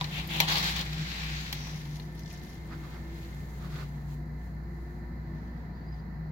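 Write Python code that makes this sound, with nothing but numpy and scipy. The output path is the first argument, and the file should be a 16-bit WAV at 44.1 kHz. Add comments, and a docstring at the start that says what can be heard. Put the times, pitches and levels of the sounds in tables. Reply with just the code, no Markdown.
"""At the window of a quiet room, a hand sweeps a sheer curtain aside and holds it there.
The weave swishes, its ribs zip over the hand, runners chatter on the rail and the fittings click.
Creases tick as the cloth bunches; later a sleeve rubs and the taut cloth gives a thin squeak.
Underneath, the air conditioning hums and air rushes through the vent grille."""
import sys
import numpy as np
from scipy import signal
from scipy.fft import rfft, irfft, next_fast_len
from scipy.io import wavfile

SR = 44100
rng = np.random.default_rng(int(sys.argv[2]) if len(sys.argv) > 2 else 0)


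def output_pcm(signal):
    """Save a mono or channel-first signal as 16-bit PCM at the path in sys.argv[1].

    Samples are clipped to [-1, 1] before scaling.
    """
    pcm = np.clip(np.atleast_2d(signal).T, -1, 1) * 32767
    wavfile.write(sys.argv[1], SR, np.round(pcm).astype(np.int16))


N = 278315
TIME = np.arange(N) / SR

# dull body of dragging folds and low knocks: freq_hz, level_db
DULL_SPECTRUM = [(150, -18.5), (320, -9.5), (480, -6.5), (650, -5.5), (820, 2.5), (950, -1), (1080, 0),
                 (1250, -5.5), (1500, -12.5), (2000, -5.5), (3500, -29)]
# stereo width of the curtain and its fittings: freq_hz, correlation
CLOTH_LIKENESS = [(300, 0.81), (700, 0.4), (1100, -0.25), (1450, -0.86), (2100, 0.0074), (3200, 0.073),
                  (3900, -0.46), (5200, -0.023)]
# their lean to one side: freq_hz, left_minus_right_db
CLOTH_BALANCE = [(400, -1), (750, 3.5), (1050, 1.5), (1400, -0.5), (2300, 2.5), (3100, 4), (4000, 1.5),
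                 (5500, 6.5), (8000, 1.5), (13000, 2.5)]


def from_db(db):
    return 10 ** (np.asarray(db) / 20)


def unit_rms(x):
    return x / np.sqrt(np.mean(x ** 2) + 1e-20)


def pan(left_db):
    return from_db(np.array([[left_db], [-left_db]]) / 2)


def in_time(rows):
    """Each column of a timed curve, at every sample."""
    times, *columns = np.transpose(rows)
    return [np.interp(TIME, times, column) for column in columns]


def per_bin(points, size):
    """A curve over log frequency, read at the bins of an FFT."""
    hz, value = np.transpose(points)
    return np.interp(np.log(np.fft.rfftfreq(size, 1 / SR) + 1), np.log(hz), value)


def colour(x, spectrum):
    """Minimum-phase EQ in the shape of the spectrum; keeps the power of white noise."""
    size = next_fast_len(N + SR // 10, True)
    gain = unit_rms(from_db(per_bin(spectrum, size)))
    cepstrum = irfft(np.log(gain), size)
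    cepstrum[1:size // 2] *= 2
    cepstrum[size // 2 + 1:] = 0
    return irfft(rfft(x, size) * np.exp(rfft(cepstrum)), size)[..., :N]


def stereo(pair, likeness=CLOTH_LIKENESS, balance=CLOTH_BALANCE):
    """Blends two unrelated signals into left and right, with width and lean set per frequency."""
    size = next_fast_len(N, True)
    alike = np.clip(per_bin(likeness, size), -.995, .995)
    mid, side = rfft(pair, size) * np.sqrt([1 + alike, 1 - alike]) / np.sqrt(2)
    lean = from_db(per_bin(balance, size) / 2)
    return irfft(np.array([(mid + side) * lean, (mid - side) / lean]), size)[:, :N]


def drift(rate_hz):
    """A smooth random wobble of rms 1."""
    hop, settle = 40, 2000
    pole = np.exp(-2 * np.pi * rate_hz * hop / SR)
    noise = rng.standard_normal(N // hop + settle + 2)
    slow = signal.lfilter([1], [1, -2 * pole, pole * pole], noise)[settle:]
    return np.interp(np.arange(N) / hop, np.arange(len(slow)), unit_rms(slow))


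def swell(centre_s, half_length_s, db):
    """A bell-shaped envelope that peaks at db."""
    return from_db(db) * np.exp(-.5 * ((TIME - centre_s) / half_length_s) ** 2)


def phase(hz):
    return 2 * np.pi * np.cumsum(hz * np.ones(N)) / SR


def tone(hz):
    """A sine of rms 1 that follows a pitch curve."""
    return np.sqrt(2) * np.sin(phase(hz))


def narrow_noise(hz, half_width_hz):
    """Noise of rms 1 gathered round a steady or moving pitch."""
    turn = phase(hz)
    return drift(half_width_hz) * np.cos(turn) + drift(half_width_hz) * np.sin(turn)


def band_noise(hz, width=.17, size=N):
    """A stereo noise band of rms 1; width is the share of the pitch to each side."""
    edges_hz = [hz * (1 - width), min(hz * (1 + width), SR / 2 - 1)]
    band = signal.butter(2, edges_hz, "band", fs=SR, output="sos")
    return unit_rms(signal.sosfilt(band, rng.standard_normal((2, size))))


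def friction(spectrum, slips_per_s, slip_db, flutter_db, image=(CLOTH_LIKENESS, CLOTH_BALANCE)):
    """Countless threads rub smoothly; some catch and slip with a tiny tick; the contact flutters."""
    slips = (rng.random(N) < slips_per_s / SR) * rng.standard_normal((2, N))
    rubbing = unit_rms(rng.standard_normal((2, N)) + from_db(slip_db) * unit_rms(slips))
    flutter = from_db(flutter_db * (.81 * drift(32) + .8 * drift(220)))
    return colour(stereo(rubbing, *image), spectrum) * flutter


def vent():
    """Air rushes from the vent and rings unevenly in its grille, under a thin hiss."""
    # low rush of air: freq_hz, level_db
    rush_spectrum = [(20, -6.5), (40, -8), (60, 6), (85, 2.5), (110, 3.5), (170, 3.5), (260, -5.5),
                     (400, -10), (560, -14.5), (720, -15.5), (950, -13), (1150, -19), (1550, -18),
                     (2050, -19.5)]
    # thin hiss: freq_hz, level_db
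    hiss_spectrum = [(1500, -12), (2100, 2.5), (2500, -2), (3000, -3), (3600, -3.5), (4100, 11),
                     (4500, 5.5), (4850, 6.5), (5300, -2.5), (7300, -5.5), (8500, -29), (9700, -20),
                     (11500, -3.5), (16000, -3)]
    # steady grille resonances: pitch_hz, half_width_hz, level_db
    grille_modes = [(719, 25, -66), (820, 38.6, -71), (962, 38, -70), (1789, 32, -64)]
    # the highest grille ring shifts and fades: time_s, pitch_hz, level_db
    top_ring = [(0, 2050, -65), (2.2, 2053, -63), (2.9, 2122, -61.5), (4, 2038, -67), (5.2, 2018, -65.5),
                (6.31, 1995, -68)]
    # slow rise and fall of rush and rings: time_s, gain_db
    airflow = [(0, 1.5), (2.2, -0.5), (3.1, 1.5), (4.3, -0.5), (5.5, 1.3), (6.31, 0.5)]
    # stereo width of the room: freq_hz, correlation
    likeness = [(60, 0.94), (150, 0.97), (300, 0.66), (720, 0.56), (820, 0.28), (970, 0.097), (1550, -0.41),
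                (1900, 0.2), (8000, -0.04)]
    # lean of the room: freq_hz, left_minus_right_db
    balance = [(60, 0), (170, 2), (400, -1.5), (900, 0), (1400, -4), (2000, -3), (2800, 7.5), (4400, 2),
               (9000, 2)]

    def air(spectrum):
        return colour(stereo(rng.standard_normal((2, N)), likeness, balance), spectrum)

    def ring(hz, half_width_hz, db):
        return from_db(db) * np.array([narrow_noise(hz, half_width_hz) for _ in range(2)])

    duct_lining = signal.butter(8, 2050, fs=SR, output="sos")  # swallows the treble
    rush = from_db(-44) * signal.sosfilt(duct_lining, air(rush_spectrum))
    rings = sum(ring(hz, width, db + 1.5 * drift(2.8)) for hz, width, db in grille_modes)
    top_hz, top_db = in_time(top_ring)
    rings += ring(top_hz, half_width_hz=62, db=top_db)
    hiss = from_db(-69) * air(hiss_spectrum)
    flow_db, = in_time(airflow)
    return from_db(flow_db) * (rush + stereo(rings, likeness, balance)) + hiss


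def air_conditioner():
    """The motor hums, the blower drones with a waver and the duct resonates."""
    # motor hum: time_s, level_db
    motor_level = [(0, -45), (.8, -40.5), (1.08, -44), (1.33, -38.5), (1.68, -46.5), (2.45, -45),
                   (3.4, -42), (5.2, -40), (6.31, -42)]
    # blower drone: time_s, level_db
    blower_level = [(0.0, -37), (0.24, -43.5), (0.28, -47), (0.39, -36), (0.88, -41), (0.98, -32.5),
                    (1.18, -59), (1.23, -40), (2.39, -43), (2.43, -57), (2.69, -44.5), (3.27, -46),
                    (4.02, -39), (4.37, -43), (4.46, -57), (4.5, -49.5), (4.76, -44), (4.8, -52.5),
                    (5.39, -43), (5.41, -54), (5.69, -44.5), (5.76, -69), (5.83, -41.5), (6.15, -46),
                    (6.26, -32), (6.31, -37.5)]
    # its slow glide: time_s, pitch_hz
    blower_pitch = [(0, 154.9), (1.35, 154.8), (1.65, 150.4), (2.6, 153.2), (4.05, 146.5), (4.6, 152.4),
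                    (6.31, 154.9)]
    # duct resonances: pitch_hz, half_width_hz, level_db
    duct_modes = [(180.6, 5.3, -53.5), (210, 3.9, -59), (237.8, 5.8, -59), (287.3, 7.2, -64.5),
                  (329.7, 4.7, -62), (349, 2.05, -64.5), (442, 12, -71)]
    # duct tones that bloom for a while: centre_s, half_length_s, pitch_hz, level_db
    duct_blooms = [(0.37, 0.06, 211, -53.5), (0.66, 0.27, 182, -45), (1.93, 0.076, 150, -49),
                   (0.42, 0.19, 333, -52.5), (2.44, 0.096, 350, -60), (2.745, 0.1, 331, -52),
                   (3.145, 0.1, 332, -48.5), (4.86, 0.18, 350, -52.5), (5.48, 0.13, 239, -48),
                   (5.33, 0.09, 334, -54), (4.11, 0.23, 238, -54.5), (5.03, 0.12, 240, -51)]
    motor_db, = in_time(motor_level)
    blower_db, = in_time(blower_level)
    blower_hz, = in_time(blower_pitch)
    motor = from_db(motor_db + drift(4.8)) * tone(hz=59.1 + .5 * drift(4))
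    blower = from_db(blower_db + 2.26 * drift(14.4)) * tone(blower_hz + 3.32 * drift(12.2))
    duct = sum(from_db(db) * narrow_noise(hz, width) for hz, width, db in duct_modes)
    blooms = sum(swell(s, half, db) * tone(hz + 1.154 * drift(4.4)) for s, half, hz, db in duct_blooms)
    return motor * pan(left_db=.5) + (blower + duct + blooms) * pan(left_db=1.6)


def squeak():
    """Taut cloth creeps and sings in a thin, wavering glide that arches up and breaks off."""
    # path of the squeak: time_s, pitch_hz, level_db
    glide = [(5.69, 4150, -110), (5.73, 4200, -74), (5.755, 4653, -72), (5.775, 4820, -74),
             (5.805, 4440, -74), (5.845, 4580, -76), (5.885, 4860, -68), (5.91, 4760, -74),
             (5.925, 4980, -70), (5.945, 4870, -66), (5.97, 4550, -82), (6.003, 4780, -71),
             (6.05, 4700, -110)]
    rough_db, waver_hz = 3.5, 50
    hz, db = in_time(glide)
    return from_db(db + rough_db * drift(90)) * tone(hz + waver_hz * drift(200)) * pan(left_db=3.5)


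def sleeve():
    """Short soft rubs of cloth as the arm shifts; each scuff rings hollowly at its own pitch."""
    # arm movements: centre_s, half_length_s, level_db, scuff_hz
    rubs = [(2.726, 0.02, -48.5, 1400), (2.852, 0.052, -56.5, 1100), (2.958, 0.021, -51.5, 1500),
            (3.645, 0.03, -51.5, 1220), (3.751, .03, -52, 1350), (3.806, 0.029, -48, 1250)]
    # soft rub of the sleeve: freq_hz, level_db
    spectrum = [(200, -7.5), (370, 5), (520, -5), (900, -5.5), (1250, -1), (1650, -4.5), (2200, -8),
                (3000, -14.5), (4500, -13), (9000, -36)]
    # its stereo width: freq_hz, correlation
    likeness = [(300, 1), (800, .2), (1250, 0.6), (1700, .2), (3500, .1), (4700, .6), (6000, 0.11)]
    # its lean: freq_hz, left_minus_right_db
    balance = [(400, -0.5), (1300, -4), (3000, -2.5)]
    strokes = sum(swell(s, half, db) for s, half, db, _ in rubs)
    scuffs = sum(swell(s, half, db - 5) * band_noise(hz) for s, half, db, hz in rubs)
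    rubbing = friction(spectrum, slips_per_s=340, slip_db=-13, flutter_db=1.5, image=(likeness, balance))
    return strokes * rubbing + stereo(scuffs, likeness, balance)


def tiny_creases(count):
    """Tiny creases give way at random as the cloth bunches: start_s, level_db, pitch_hz."""
    when, size, pitch = rng.random((count, 3)).T
    return zip(2.4 - .2 * when, -58 + 6 * size, 3000 + 3500 * pitch)


def creases():
    """The cloth crinkles faintly as it bunches; single creases let go with dry, pitched ticks."""
    # creases snapping: start_s, level_db, pitch_hz
    snaps = [(.273, -40, 12900), (2.149, -55, 3920), (2.151, -53, 11400), (2.177, -52, 4200),
             (2.192, -57, 6060), (2.192, -53.5, 13600), (2.2336, -49, 5230), (2.259, -43, 3840),
             (2.259, -46, 5300), (2.277, -47, 5200), (2.31, -43, 2900), (2.311, -47, 5500),
             (2.329, -48, 5130), (2.345, -52, 6000), (2.326, -49, 11200), (2.3743, -48, 5800),
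             (2.414, -50, 3900), (2.4825, -54, 3600), (2.431, -54, 12100), (2.46, -57, 12100),
             (2.493, -52, 11800), (2.543, -53, 11500), (2.673, -59, 9000)]
    # folds bunching: centre_s, half_length_s, level_db
    bunches = [(1.845, 0.14, -58.5), (2.199, .025, -59), (2.32, 0.02, -58.5), (2.503, 0.063, -62.5),
               (5.4, 0.077, -77.5), (5.96, .035, -78)]
    # their crisp crinkle: freq_hz, level_db
    spectrum = [(1500, -12), (3000, 1.5), (4500, 4.5), (6500, 3), (8000, -18.5), (9000, -9), (11800, -4.5),
                (13500, -22), (16000, -15)]
    rise_s, t60_s = .00088, .027
    t, ticks = TIME[:SR // 10], np.zeros((2, N))
    envelope = from_db(-60 * t / t60_s) * (1 - np.exp(-t / rise_s))
    for s, db, hz in [*snaps, *tiny_creases(count=24)]:
        start = round(s * SR)
        ticks[:, start:start + len(t)] += from_db(db) * envelope * band_noise(hz, size=len(t))
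    bunching = sum(swell(s, half, db) for s, half, db in bunches)
    crinkle = friction(spectrum, slips_per_s=1700, slip_db=-3, flutter_db=4)
    return ticks * pan(left_db=5) + bunching * crinkle * pan(left_db=3)


def pings():
    """A bead, hook or taut crease rings briefly at a pitch of its own."""
    # small parts ringing: start_s, pitch_hz, level_db, t60_s
    rings = [(.012, 982, -27, 0.065), (.012, 755, -32.5, 0.048), (.011, 3810, -17, 0.012),
             (.403, 945, -25, 0.058), (.4026, 2290, -19.5, 0.019), (.4026, 4250, -20, 0.021),
             (.4026, 5650, -26, .03), (.274, 12900, -38, 0.023), (.546, 818, -29.5, 0.077),
             (1.5278, 3250, -29.5, 0.028), (1.5278, 2000, -39, .03), (1.998, 4150, -39, 0.022),
             (2.193, 14000, -52, .03), (2.194, 6250, -52, 0.044), (2.278, 5700, -51, .035),
             (2.328, 11450, -54, .035), (2.43, 12050, -58, .05)]
    rise_s, channel_phase_rad = .00051, [[0], [1]]
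    out = np.zeros((2, N))
    for s, hz, db, t60_s in rings:
        age = np.maximum(TIME - s, 0)
        rise = 1 - np.exp(-age / rise_s)
        decay = from_db(db - 60 * np.minimum(age / t60_s, 2))
        out += rise * decay * np.sin(2 * np.pi * hz * age + channel_phase_rad)
    return out


def clicks(starts_s, levels_db, spectrum, t60_s, room_t60_s, room_db):
    """Each click is a short, dense ring followed by the tail of the room."""
    t, out = TIME[:SR // 2], np.zeros((2, N))
    decay = from_db(-60 * t / t60_s) + from_db(room_db - 60 * t / room_t60_s)
    for s, db in zip(starts_s, levels_db):
        start = round(s * SR)
        out[:, start:start + len(t)] += from_db(db) * decay * rng.standard_normal((2, len(t)))
    return colour(stereo(out), spectrum)


def fittings():
    """The curtain fittings clack, with a low knock and a bright snap in varying shares."""
    # hits of the fittings: start_s, clack_db, knock_offset_db, snap_offset_db
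    hits = [(.011, -30, -10, -29), (.043, -30.5, -30, -18), (.111, -48, -20, -1), (.186, -36.5, -8, -14),
            (.4022, -15.5, -19, -5), (.4058, -26, -11.5, -7), (.4105, -29.5, -9, -14),
            (.418, -31, -14, -16), (.518, -33, -2, -11), (.556, -27, -9, -14), (0.93, -36.5, -20, -10),
            (1.5262, -37.5, -31, 4), (1.5275, -31.5, -26, -3), (1.669, -46.5, -1, -3), (1.854, -50, -7, -6),
            (1.9975, -45, -30, -12)]
    # plastic clack: freq_hz, level_db
    clack_spectrum = [(200, -20.5), (900, -9.5), (1400, -11), (2000, 1), (3100, 0), (4200, 2.5), (5200, -8),
                      (6500, -15), (8800, -25), (16000, -64)]
    # bright snap: freq_hz, level_db
    snap_spectrum = [(3000, -9), (6500, 1), (8000, -9.5), (9000, -11.5), (10200, -7.5), (11000, -7.5),
                     (12200, 1), (13300, -3), (14500, -2), (16000, 0)]
    starts_s, db, knock_db, snap_db = np.transpose(hits)
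    clack = clicks(starts_s, db, clack_spectrum, t60_s=.026, room_t60_s=.16, room_db=-13)
    knock = clicks(starts_s, db + knock_db, DULL_SPECTRUM, t60_s=.064, room_t60_s=.94, room_db=-7)
    snap = clicks(starts_s, db + snap_db, snap_spectrum, t60_s=.033, room_t60_s=.15, room_db=-14)
    return clack + knock + snap


def grip(start_s, length_s, attack_s, release_s):
    """One tug builds up, holds and lets go."""
    held = np.clip(TIME - start_s, 0, length_s)
    after = np.maximum(TIME - start_s - length_s, 0)
    return (1 - np.exp(-held / attack_s)) * np.exp(-np.minimum(after / release_s, 20))


def tugging():
    """The hand's tugs drive four envelopes (swish, drag, fizz, zip) and a gliding rib rate."""
    # tugs: start_s, length_s, attack_s, release_s, swish_db, drag_db, fizz_db, zip_db, rib_rate_hz
    tugs = [(0.099, 0.098, 0.049, 0.026, -45, -49, -50, -36, 2915),
            (0.284, 0.15, 0.0237, 0.038, -43.5, -42.5, -47.5, -35, 3014),
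            (0.473, 0.053, 0.0093, 0.021, -29, -39, -42, -32, 3660),
            (0.545, 0.041, 0.012, 0.04, -33.5, -43, -43, -31.5, 3900),
            (0.621, 0.0664, .015, 0.039, -35.5, -45.5, -44, -37, 3970),
            (0.745, 0.068, 0.018, .012, -38, -44.5, -55, -37, 3716)]
    start, length, attack, release, *layers_db, rib_hz = np.transpose(tugs)
    grips = np.array([grip(*shape) for shape in zip(start, length, attack, release)])
    return from_db(layers_db) @ grips, np.interp(TIME, start + length / 2, rib_hz)


def runners(tug_swish):
    """Runners jostle on the rail: uneven short ticks that follow the strength of the tug."""
    # chatter on the rail: freq_hz, level_db
    spectrum = [(600, -15), (1080, -5), (1450, -19), (1750, -5), (2100, -6), (4200, 2.5), (6500, -4),
                (9000, -19.5), (12500, -11), (16000, -6.5)]
    ticks_per_s, t60_s = 90, .011
    knocks = (rng.random(N) < ticks_per_s / SR) * rng.uniform(.67, 1, N)
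    ringing = signal.fftconvolve(knocks, from_db(-60 * TIME[:SR // 20] / t60_s))[:N]
    ticks = stereo(unit_rms(ringing * rng.standard_normal((2, N))))
    return from_db(-5) * tug_swish * colour(ticks, spectrum)


def ribs(tug_zip, rib_hz):
    """The ribs of the weave zip over the hand, higher in a faster tug; then the pleats run off it."""
    # soft zips of the pleats and hem: centre_s, half_length_s, pitch_hz, half_width_share, level_db
    pleat_zips = [(1.138, .045, 4050, .1, -47), (1.267, 0.11, 2460, 0.2, -46),
                  (1.394, 0.032, 4260, .12, -47.5), (1.4, .06, 6500, 0.078, -56),
                  (1.637, 0.084, 5640, 0.08, -50.5)]
    spread_hz = 850  # uneven ribs smear the zip to each side of its rate
    smear = signal.butter(3, spread_hz, fs=SR, output="sos")
    uneven = signal.sosfilt(smear, rng.standard_normal((2, 2, N)))
    turn = phase(rib_hz)
    zips = tug_zip * unit_rms(uneven[0] * np.cos(turn) + uneven[1] * np.sin(turn))
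    pleats = sum(swell(s, half, db) * band_noise(hz, width) for s, half, hz, width, db in pleat_zips)
    return (zips + pleats) * pan(left_db=3.5)


def curtain(tug_swish, tug_drag, tug_fizz):
    """The moving weave swishes and its fibres fizz; tugs and the slide add the dull drag of folds."""
    # swish of the weave: freq_hz, level_db
    weave_spectrum = [(500, -52), (1000, -12), (1480, -2), (1950, -0.5), (2450, -1), (2950, -4),
                      (3350, -2.5), (4000, -0.5), (4800, -5.5), (6800, -15.5), (7700, -17.5), (8800, -36.5),
                      (16000, -44)]
    # fizz of the fibres: freq_hz, level_db
    fibre_spectrum = [(3000, -37), (6500, 2), (8000, -4.5), (8900, -10), (10000, -4.5), (11000, -3.5),
                      (12300, -1), (14000, -4), (16000, -1.5)]
    # the cloth slides beneath and after the tugs, then barely creeps: time_s, swish_db
    slide_level = [(0, -46), (.28, -47), (.66, -34), (.9, -42.5), (1.22, -39.5), (1.6, -45), (2.11, -63),
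                   (3.95, -65.5), (4.3, -81.5), (6.31, -100)]
    # light brushes of the held curtain: centre_s, half_length_s, swish_db, fizz_db
    brushes = [(2.44, 0.13, -60.5, -67), (2.87, 0.1, -59.5, -65), (3.222, 0.11, -58.5, -62.5),
               (3.553, 0.16, -66.5, -63.5), (3.78, 0.068, -55, -62), (4.12, 0.037, -64.5, -62),
               (4.455, 0.063, -72, -69), (4.883, .14, -74.5, -71), (5.395, 0.13, -70, -79),
               (5.6, .05, -74, -79), (5.8, 0.069, -72, -85), (5.962, 0.048, -70, -85)]
    slide = from_db(in_time(slide_level)[0])
    slide_fizz = from_db(-35) * slide ** .48  # swings about half as many dB as the swish
    brush_swish = sum(swell(s, half, db) for s, half, db, _ in brushes)
    brush_fizz = sum(swell(s, half, db) for s, half, _, db in brushes)
    swish = np.hypot(tug_swish + brush_swish, slide)
    fizz = np.hypot(tug_fizz + brush_fizz, slide_fizz)
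    drag = np.hypot(tug_drag, from_db(-13) * slide)
    weave = swish * friction(weave_spectrum, slips_per_s=800, slip_db=-5, flutter_db=1.1)
    fibres = fizz * friction(fibre_spectrum, slips_per_s=990, slip_db=-8, flutter_db=.96)
    folds = drag * friction(DULL_SPECTRUM, slips_per_s=240, slip_db=-5.5, flutter_db=1)
    return weave + fibres + folds


def window_bay(x):
    """Close hard surfaces add early echoes that comb the sound; the power stays the same."""
    # echoes off the pane, sill and wall: left_delay_s, right_delay_s, gain_db
    reflections = [(.0012, .0013, -42), (.0037, 0.0033, -14), (.0074, 0.011, -18), (0.0109, 0.022, -13),
                   (0.0177, 0.019, -20)]
    out = x.copy()
    for *delays_s, db in reflections:
        for channel, delay_s in enumerate(delays_s):
            lag = round(delay_s * SR)
            out[channel, lag:] += from_db(db) * x[channel, :N - lag]
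    return out * np.std(x) / np.std(out)


def scene():
    """Cloth and runners in the window bay, with squeak, clicks and pings, over the air conditioning."""
    (swish, drag, fizz, zips), rib_hz = tugging()
    cloth = curtain(swish, drag, fizz) + runners(swish) + ribs(zips, rib_hz) + creases() + sleeve()
    return window_bay(cloth) + squeak() + fittings() + pings() + air_conditioner() + vent()


def record(dry):
    """The ends fade over a few milliseconds and the top is cut steeply."""
    fade_s, cutoff_hz = .003, 15900
    fade = np.minimum(np.minimum(TIME, TIME[-1] - TIME) / fade_s, 1)
    return signal.sosfilt(signal.ellip(12, .1, 80, cutoff_hz, fs=SR, output="sos"), dry * fade)


dry = scene()
out = record(dry)
output_pcm(out)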